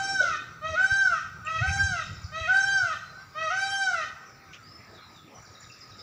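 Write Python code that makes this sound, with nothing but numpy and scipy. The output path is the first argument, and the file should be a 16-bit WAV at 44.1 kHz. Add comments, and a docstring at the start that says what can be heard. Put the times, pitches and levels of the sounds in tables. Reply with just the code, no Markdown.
"""Peacock in a paved garden

A peacock gives five loud two-part cries: a low note, a break upward, a long bright arch. Its syrinx buzzes
through throat and beak, and trunks and foliage scatter each cry. Small birds whistle and twitter farther off,
short rough bursts rustle and tick close by, and light wind bumps the microphone over a soft open-air hiss."""
import sys
import numpy as np
from scipy import signal
from scipy.fft import rfft, irfft, next_fast_len
from scipy.io import wavfile
from scipy.ndimage import uniform_filter1d, map_coordinates

SR = 44100
rng = np.random.default_rng(int(sys.argv[2]) if len(sys.argv) > 2 else 0)


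def persist_wave(psi):
    """Save psi, clipped to +-1, as 16-bit WAV."""
    counts = np.round(np.clip(psi, -1, 1) * 32767).astype(np.int16)
    wavfile.write(sys.argv[1], SR, np.atleast_2d(counts).T)


N = 265746

# tone of the open-air hiss: freq_hz, gain_db
AIR_EQ = [(120, -43.5), (200, -2.5), (633, -8.5), (741, -8), (980, -10.5), (1270, -0.5), (1460, -9.5),
          (2270, -8.5), (3050, -21), (5720, -13), (6460, -29), (7180, -20), (8260, -35.5), (13000, -36)]
# tone of the wind rumble: freq_hz, gain_db
RUMBLE_EQ = [(12, -60), (20, -30), (64, -12.5), (93, -3.5), (125, -5.5), (179, -10.5), (278, -45.5),
             (400, -49.5), (520, -85.5), (880, -120)]
# eddies bumping the microphone: centre_s, pitch_hz, half_width_s, level_db
WIND_BUMPS = [(0.714, 88, 0.027, -38), (0.926, 92.7, 0.006, -27.5), (1.623, 112, 0.0099, -20),
              (1.691, 74.7, 0.017, -25), (1.847, 86, 0.016, -22.5), (2.25, 87.5, 0.0096, -28.5),
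              (2.419, 78.6, 0.0091, -31), (2.84, 109, 0.013, -36)]
# short rough noise bursts, rustles and ticks close by: start_s, length_s, centre_hz, width_octaves, relative_db
RUSTLES = [(.01, .6, 330, .6, -56), (.2, .1, 610, .13, -39), (.205, .19, 5600, .17, -45),
           (.218, .15, 3300, .3, -48), (1.448, .04, 7300, .04, -56), (1.46, .055, 2620, .09, -40),
           (1.675, .05, 2350, .12, -38), (1.772, .025, 2230, .06, -42), (4.526, .05, 5500, .25, -57),
           (4.53, .05, 2500, .38, -49)]
# reverb decay of the far trees: freq_hz, t60_s
TREE_DECAY = [(500, 0.47), (1400, 1), (2400, 1), (3200, 0.7), (5500, 1), (9000, 0.89), (14000, 0.18)]
# tone of the reflections off nearby trunks and leaves: freq_hz, gain_db
FOLIAGE_EQ = [(700, -12.5), (1500, -5), (2500, -0.5), (5500, 3), (9000, -2.5)]
# small birds' whistles: start_s, length_s, start_hz, middle_hz, end_hz, relative_db
BIRD_WHISTLES = [(2.833, 0.36, 4090, 4090, 4120, -65), (2.985, 0.84, 4740, 4705, 4610, -68),
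                 (4.251, 0.078, 6200, 5480, 5100, -61), (4.621, 0.16, 4432, 5200, 5060, -57.5),
                 (4.94, 0.058, 4010, 3700, 3260, -59.5), (5, 0.072, 4200, 4030, 3770, -59.5),
                 (5.142, 0.062, 3925, 3630, 3380, -57.5), (5.345, 0.048, 5900, 5832, 5600, -57.5),
                 (5.698, 0.013, 2420, 2740, 2320, -49), (5.992, 0.0225, 3580, 3730, 4100, -52)]
# runs of twittering: start_s, end_s, relative_db
TWITTER_RUNS = [(2.035, 2.28, -53), (5.421, 6.03, -54.5)]
# tone of one chip in a run: freq_hz, gain_db
CHIP_EQ = [(3400, 3), (4000, 3.5), (4400, -13), (4950, 7), (5800, -2.5), (6450, -16.5), (7050, 5),
           (7700, -13)]
# resonances of the peacock's windpipe: freq_hz, gain_db
THROAT_EQ = [(1800, 6), (1950, 7), (2200, 9.5), (2360, -11.5), (2520, 5.5), (3150, -4), (3900, -4.5),
             (4400, -8.5)]
# resonances of its open beak: freq_hz, gain_db
BEAK_EQ = [(4400, -9), (4750, -13.5), (5500, -8.5), (6300, -9), (6900, -16.5), (7900, -16.5), (8700, -25),
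           (10300, -29), (12000, -41), (15000, -59.5)]
# voice envelopes through the low note (the wail is the octave, nasal the mid partials, brass the highs):
# position_share, fundamental_db, wail_db, nasal_db, brass_db
LOW_NOTE_SHAPE = [(0, -56.5, -44, -62.5, -65), (.25, -48, -34.5, -45.5, -55.5), (.6, -45.5, -34, -47, -49),
                  (.9, -45.5, -35, -43.5, -52)]
# voice envelopes through the arch: position_share, fundamental_db, wail_db, nasal_db, brass_db
ARCH_SHAPE = [(.04, -39.5, -28.5, -55, -50.5), (.16, -38, -26, -44, -38), (.29, -38, -32, -45.5, -39),
              (.43, -37.5, -29.5, -42.5, -37), (.6, -40.5, -25.5, -44.5, -39.5),
              (.74, -43, -27.5, -54, -46.5), (.87, -44.5, -33, -43, -48), (1, -56.5, -35.5, -41.5, -58)]
# the cries, with trims on those envelopes: start_s, break_s, end_s, low_hz, crest_hz, settle_s,
# low_fundamental_db, arch_fundamental_db, nasal_db, brass_db,
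# wail_low_db, wail_rise_db, wail_crest_db, wail_fall_db
PEACOCK_CRIES = [(-.28, -0.153, 0.37, 646, 783.8, .046, 0, -4, -.5, -1.5, 0, 1, -12.5, .5),
                 (0.609, .758, 1.203, 644.8, 788, 0.057, 7, -5, -2, -2, 1.5, 4.5, 0.5, 3),
                 (1.439, 1.614, 2.04, 650.3, 792.3, .038, -4, -1, -0.5, 0.5, 0, -4, 0.5, -3),
                 (2.31, 2.473, 2.953, 652.5, 789.3, 0.051, -0.5, 0, -0.5, 0, -2.5, 1.5, 1.5, 0),
                 (3.344, 3.503, 4.052, 646, 786, 0.047, 7, 2, 0.5, 1, 2, -2, -8.5, -1.5)]


def amp(db):
    """Decibels to gain."""
    return 10 ** (np.asarray(db) / 20)


def unit(x):
    """Scale to rms 1."""
    return x / np.sqrt(np.mean(x ** 2) + 1e-20)


def along(points, hz):
    """Read a curve of (freq_hz, value) points on a log axis."""
    freqs, values = np.transpose(points)
    return np.interp(np.log(hz + 1), np.log(freqs + 1), values)


def wobble(rate, size):
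    """Smooth random modulation, rate knots a second."""
    return map_coordinates(rng.standard_normal(int(size * rate / SR) + 4), [np.arange(size) * rate / SR])


def filtered(x, response):
    """Zero-phase EQ; response gives the gain at each frequency."""
    padded = next_fast_len(len(x) + 8192)
    return irfft(rfft(x, padded) * response(np.fft.rfftfreq(padded, 1 / SR)), padded)[:len(x)]


def noise(response, size):
    """Coloured noise of rms 1."""
    return unit(filtered(rng.standard_normal(size), response))


def band(hz, octaves):
    """A bell-shaped response on a log axis."""
    return lambda f: np.exp(-.5 * (np.log2((f + 1) / hz) / octaves) ** 2)


def phase_of(hz):
    """The running phase of a pitch curve, in radians."""
    return 2 * np.pi * np.cumsum(hz) / SR


def add(track, start_s, sound):
    """Mix a sound into the track."""
    part = track[max(round(start_s * SR), 0):][:len(sound)]
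    part += sound[:len(part)]


def patchy(x, depth_db):
    """Give a steady noise movement with random gain patches, some 400 Hz by 100 ms."""
    spectrum = signal.stft(x, nperseg=512)[2]
    patches = uniform_filter1d(rng.standard_normal(spectrum.shape), size=5, axis=0)
    patches = uniform_filter1d(patches, size=16, axis=1)
    return unit(signal.istft(spectrum * amp(depth_db * unit(patches)), nperseg=512)[1][:N])


def open_air(hiss_db=-54, drone_db=-61, drone_hz=1260, fizz_db=-77):
    """The bed: softly shifting hiss, a far narrow drone and a faint fizz at the very top."""
    hiss = patchy(noise(lambda f: amp(along(AIR_EQ, f)), N), depth_db=3.5)
    drone = amp(drone_db + 2.1 * wobble(10, N)) * noise(band(drone_hz, .037), N)
    return amp(hiss_db) * hiss + drone + amp(fizz_db) * noise(band(15200, .07), N)


def wind(breeze_db=-50.3, ease_db_per_s=1.55, gust_db=-37.5, gust_s=1.652, hold_s=.18,
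         rise_db_per_s=97, fall_db_per_s=26):
    """Lumpy rumble from an easing breeze and one gust; eddies push the diaphragm for a cycle or two."""
    t = np.arange(N) / SR
    breeze = amp(breeze_db - ease_db_per_s * t)
    before, after = np.maximum(gust_s - t, 0), np.maximum(t - gust_s - hold_s, 0)
    gust = amp(gust_db - rise_db_per_s * before - fall_db_per_s * after)
    rumble = noise(lambda f: amp(along(RUMBLE_EQ, f)), N)
    out = np.hypot(breeze, gust) * unit(rumble * amp(3 * wobble(20, N)))
    for centre_s, hz, half_width_s, db in WIND_BUMPS:
        envelope = np.exp(-((t - centre_s) / half_width_s) ** 2)
        out += amp(db) * envelope * np.sin(2 * np.pi * hz * (centre_s - t))
    return out


def rustles(grit_db=3, boost_db=6, fade_db=14):
    """Short rough bursts: gritty rustles that start fast and die away."""
    out = np.zeros(N)
    for start_s, length_s, hz, octaves, db in RUSTLES:
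        size = int(length_s * SR)
        grit = unit(noise(band(hz, octaves), size) * amp(grit_db * wobble(297, size)))
        envelope = amp(db + boost_db - fade_db * np.linspace(0, 1, size))
        add(out, start_s, envelope * grit * signal.windows.tukey(size, .2))
    return out


def tree_scatter(x, near_t60_s=.47, far_db=-13, echo_s=.65, echo_db=-27):
    """Near trunks and leaves answer at once, brightly; far trees leave a faint tail and a dull echo."""
    hz, t, spectrum = signal.stft(rng.standard_normal(SR), SR, nperseg=256)
    far = signal.istft(spectrum * amp(-60 * t / along(TREE_DECAY, hz)[:, None]), SR, nperseg=256)[1]
    size = len(far)
    age = np.arange(size) / SR
    far *= np.clip(age / .016, 0, 1) * amp(.48 * wobble(28, size))
    # cubed noise is spiky, like separate reflections
    near = rng.standard_normal(size) ** 3 * amp(-60 * age / near_t60_s) * (age > .008)
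    near = filtered(near / np.linalg.norm(near), lambda f: amp(along(FOLIAGE_EQ, f)))
    echo = rng.standard_normal(size) * np.exp(-((age - echo_s) / .012) ** 2)
    echo = filtered(echo / np.linalg.norm(echo), band(1300, .67))
    impulse = near + amp(far_db) * far / np.linalg.norm(far) + amp(echo_db) * echo
    return signal.fftconvolve(x, impulse)[:len(x)]


def whistles(waver=.0058):
    """Each small bird's whistle is one pure tone bent through three pitches."""
    out = np.zeros(N)
    for start_s, length_s, *pitches_hz, db in BIRD_WHISTLES:
        size = int(length_s * SR)
        bend = np.polyval(np.polyfit([0, .5, 1], pitches_hz, 2), np.linspace(0, 1, size))
        hz = bend * (1 + waver * wobble(100, size))
        envelope = amp(db + 1.5 * wobble(30, size)) * signal.windows.tukey(size, .25)
        add(out, start_s, envelope * np.sin(phase_of(hz)))
    return out


def twitter(chips_per_s=11, chip_s=.05, high_hz=7400, low_hz=3700, flutter_db=4):
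    """A small bird repeats quick, ragged falling chips, no two alike."""
    out = np.zeros(N)
    size = int(chip_s * SR)
    for start_s, end_s, db in TWITTER_RUNS:
        for onset_s in np.arange(start_s, end_s, 1 / chips_per_s):
            hz = np.linspace(high_hz, low_hz, size) * (1 + .05 * wobble(170, size))
            level = amp(db + along(CHIP_EQ, hz) + flutter_db * wobble(66, size))
            chip = level * np.sin(phase_of(hz)) * signal.windows.tukey(size, .2)
            add(out, onset_s + rng.normal(0, .0013), chip)
    return out


def cry_pitch(t, row, onset_hz=596.5, end_hz=589.5, glide_s=.0073, undershoot_hz=80, waver_hz=1.08):
    """A small hump, a leap that settles on the crest, then a rounded turn into a steady fall."""
    start_s, break_s, end_s, low_hz, crest_hz, settle_s = row[:6]
    hump_at, fall_at, knee = .55, .62, .03815  # shares of the low note, the arch, the arch
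    low = onset_hz + (low_hz - onset_hz) * np.sin(np.pi / 2 * (t - start_s) / (break_s - start_s) / hump_at)
    age = np.maximum(t - break_s, 0)
    fall = knee * np.logaddexp(0, (age / (end_s - break_s) - fall_at) / knee) / (1 - fall_at)
    arch = crest_hz - undershoot_hz * np.exp(-age / settle_s) - (crest_hz - end_hz) * fall
    crossfade = (1 + np.tanh((t - break_s) / glide_s)) / 2
    return low + (arch - low) * crossfade + waver_hz * wobble(28.44, len(t))


def cry_envelopes(t, row):
    """Fundamental, wail, nasal and brass levels in dB: shared shapes, stretched and trimmed per cry."""
    start_s, break_s, end_s = row[:3]
    low_db, arch_db, nasal_db, brass_db, *wail_db = row[6:]
    times = [start_s + (break_s - start_s) * stage[0] for stage in LOW_NOTE_SHAPE]
    times += [break_s + (end_s - break_s) * stage[0] for stage in ARCH_SHAPE]
    shapes = np.vstack([LOW_NOTE_SHAPE, ARCH_SHAPE]).T[1:]
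    fundamental, wail, nasal, brass = [np.interp(t, times, shape) for shape in shapes]
    fundamental += np.where(t < break_s, low_db, arch_db)
    wail += np.interp((t - break_s) / (end_s - break_s), [0, .07, .54, .59], wail_db)
    return [fundamental, wail, nasal + nasal_db, brass + brass_db]


def cry(row, break_hz=695, break_width_hz=52, rasp_db=-50, flutter_db=3, reedy_db=2, spent_db=-5,
        hoarse_db=-6, hoarse_hz=2250, attack_s=.014, release_s=.012):
    """The syrinx buzzes through throat and beak, clean on held notes, rough between registers."""
    t = np.arange(row[0], row[2], 1 / SR)
    size = len(t)
    curves = [cry_pitch(t, row)] + cry_envelopes(t, row)
    pitch, fundamental_db, wail_db, nasal_db, brass_db = uniform_filter1d(curves, size=700, axis=1)
    # the voice cracks on the way up through the break, and stays cracked once it falls back to it
    offset = (pitch - break_hz) / break_width_hz
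    falling = t > t[np.argmax(pitch)]
    cracked = np.exp(-np.where(falling, np.maximum(offset, 0), offset) ** 4)
    low_note = ~falling * np.clip(-offset, 0, 1)
    jitter = (.0006 + .007 * cracked) * wobble(200, size)
    phase = phase_of(pitch * (1 + jitter))

    def overtone_db(hz):
        """Throat colour below 4 kHz, beak colour above; the very top opens only at full effort."""
        throat = nasal_db + spent_db * falling * cracked + along(THROAT_EQ, hz)
        dulling = 2.12 * np.clip(hz / 6500 - 1, 0, 1) * (brass_db - brass_db.max())
        beak = brass_db + reedy_db * low_note + along(BEAK_EQ, hz) + dulling
        return throat + (beak - throat) * np.clip((hz - 4000) / 600, 0, 1)

    voice = np.zeros(size)
    levels_db = [fundamental_db, wail_db] + [overtone_db(k * pitch) for k in range(3, 20)]
    for k, db in enumerate(levels_db, 1):
        # uneven cycles spread a skirt of noise round every partial, more so round the high ones
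        skirt = amp(rasp_db) * k + .17 * cracked * (k - 1) ** 1.5 / 3
        partial = np.sin(k * phase) * (1 + skirt * wobble(500, size))
        partial += np.cos(k * phase) * skirt * wobble(500, size)
        makeup = np.sqrt(2 / (1 + 2 * skirt ** 2))
        voice += makeup * amp(db + flutter_db * wobble(45.51, size)) * partial
    # a hoarse rush flares at the upward break and clears as the arch settles
    since_break = t - t[np.argmax(pitch > break_hz)]
    flare = np.exp(-np.abs(since_break) / np.where(since_break < 0, .02, .14))
    voice += amp(nasal_db + hoarse_db) * (.05 + flare) * noise(band(hoarse_hz, .24), size)
    return voice * np.clip((t - t[0]) / attack_s, 0, 1) * np.clip((t[-1] - t) / release_s, 0, 1)


def peacock(preroll_s=.3, direct_treble_db=-3):
    """Five cries, the first already under way; the mic moves, so each finds new paths through trees."""
    preroll = round(preroll_s * SR)
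    out = np.zeros(preroll + N)
    for row in PEACOCK_CRIES:
        call = np.zeros(preroll + N)
        add(call, preroll_s + row[0], cry(row))
        # what the leaves scatter is lost from the direct sound
        direct = filtered(call, lambda f: amp(along([(1600, .018), (5000, direct_treble_db)], f)))
        out += direct + tree_scatter(call)
    return out[preroll:]


def scene(bird_gain=1.157):
    """Mono mix: the peacock up front, small birds deeper in the trees, rustles, wind and air beneath."""
    birds = whistles() + twitter()
    birds = bird_gain * (birds + tree_scatter(birds))
    return (peacock() + birds + rustles() + wind() + open_air())[None]


def record(dry, top_hz=15600):
    """The phone's band limit: a brick-wall low-pass."""
    return np.array([filtered(channel, lambda hz: hz < top_hz) for channel in dry])


dry = scene()
out = record(dry)
persist_wave(out)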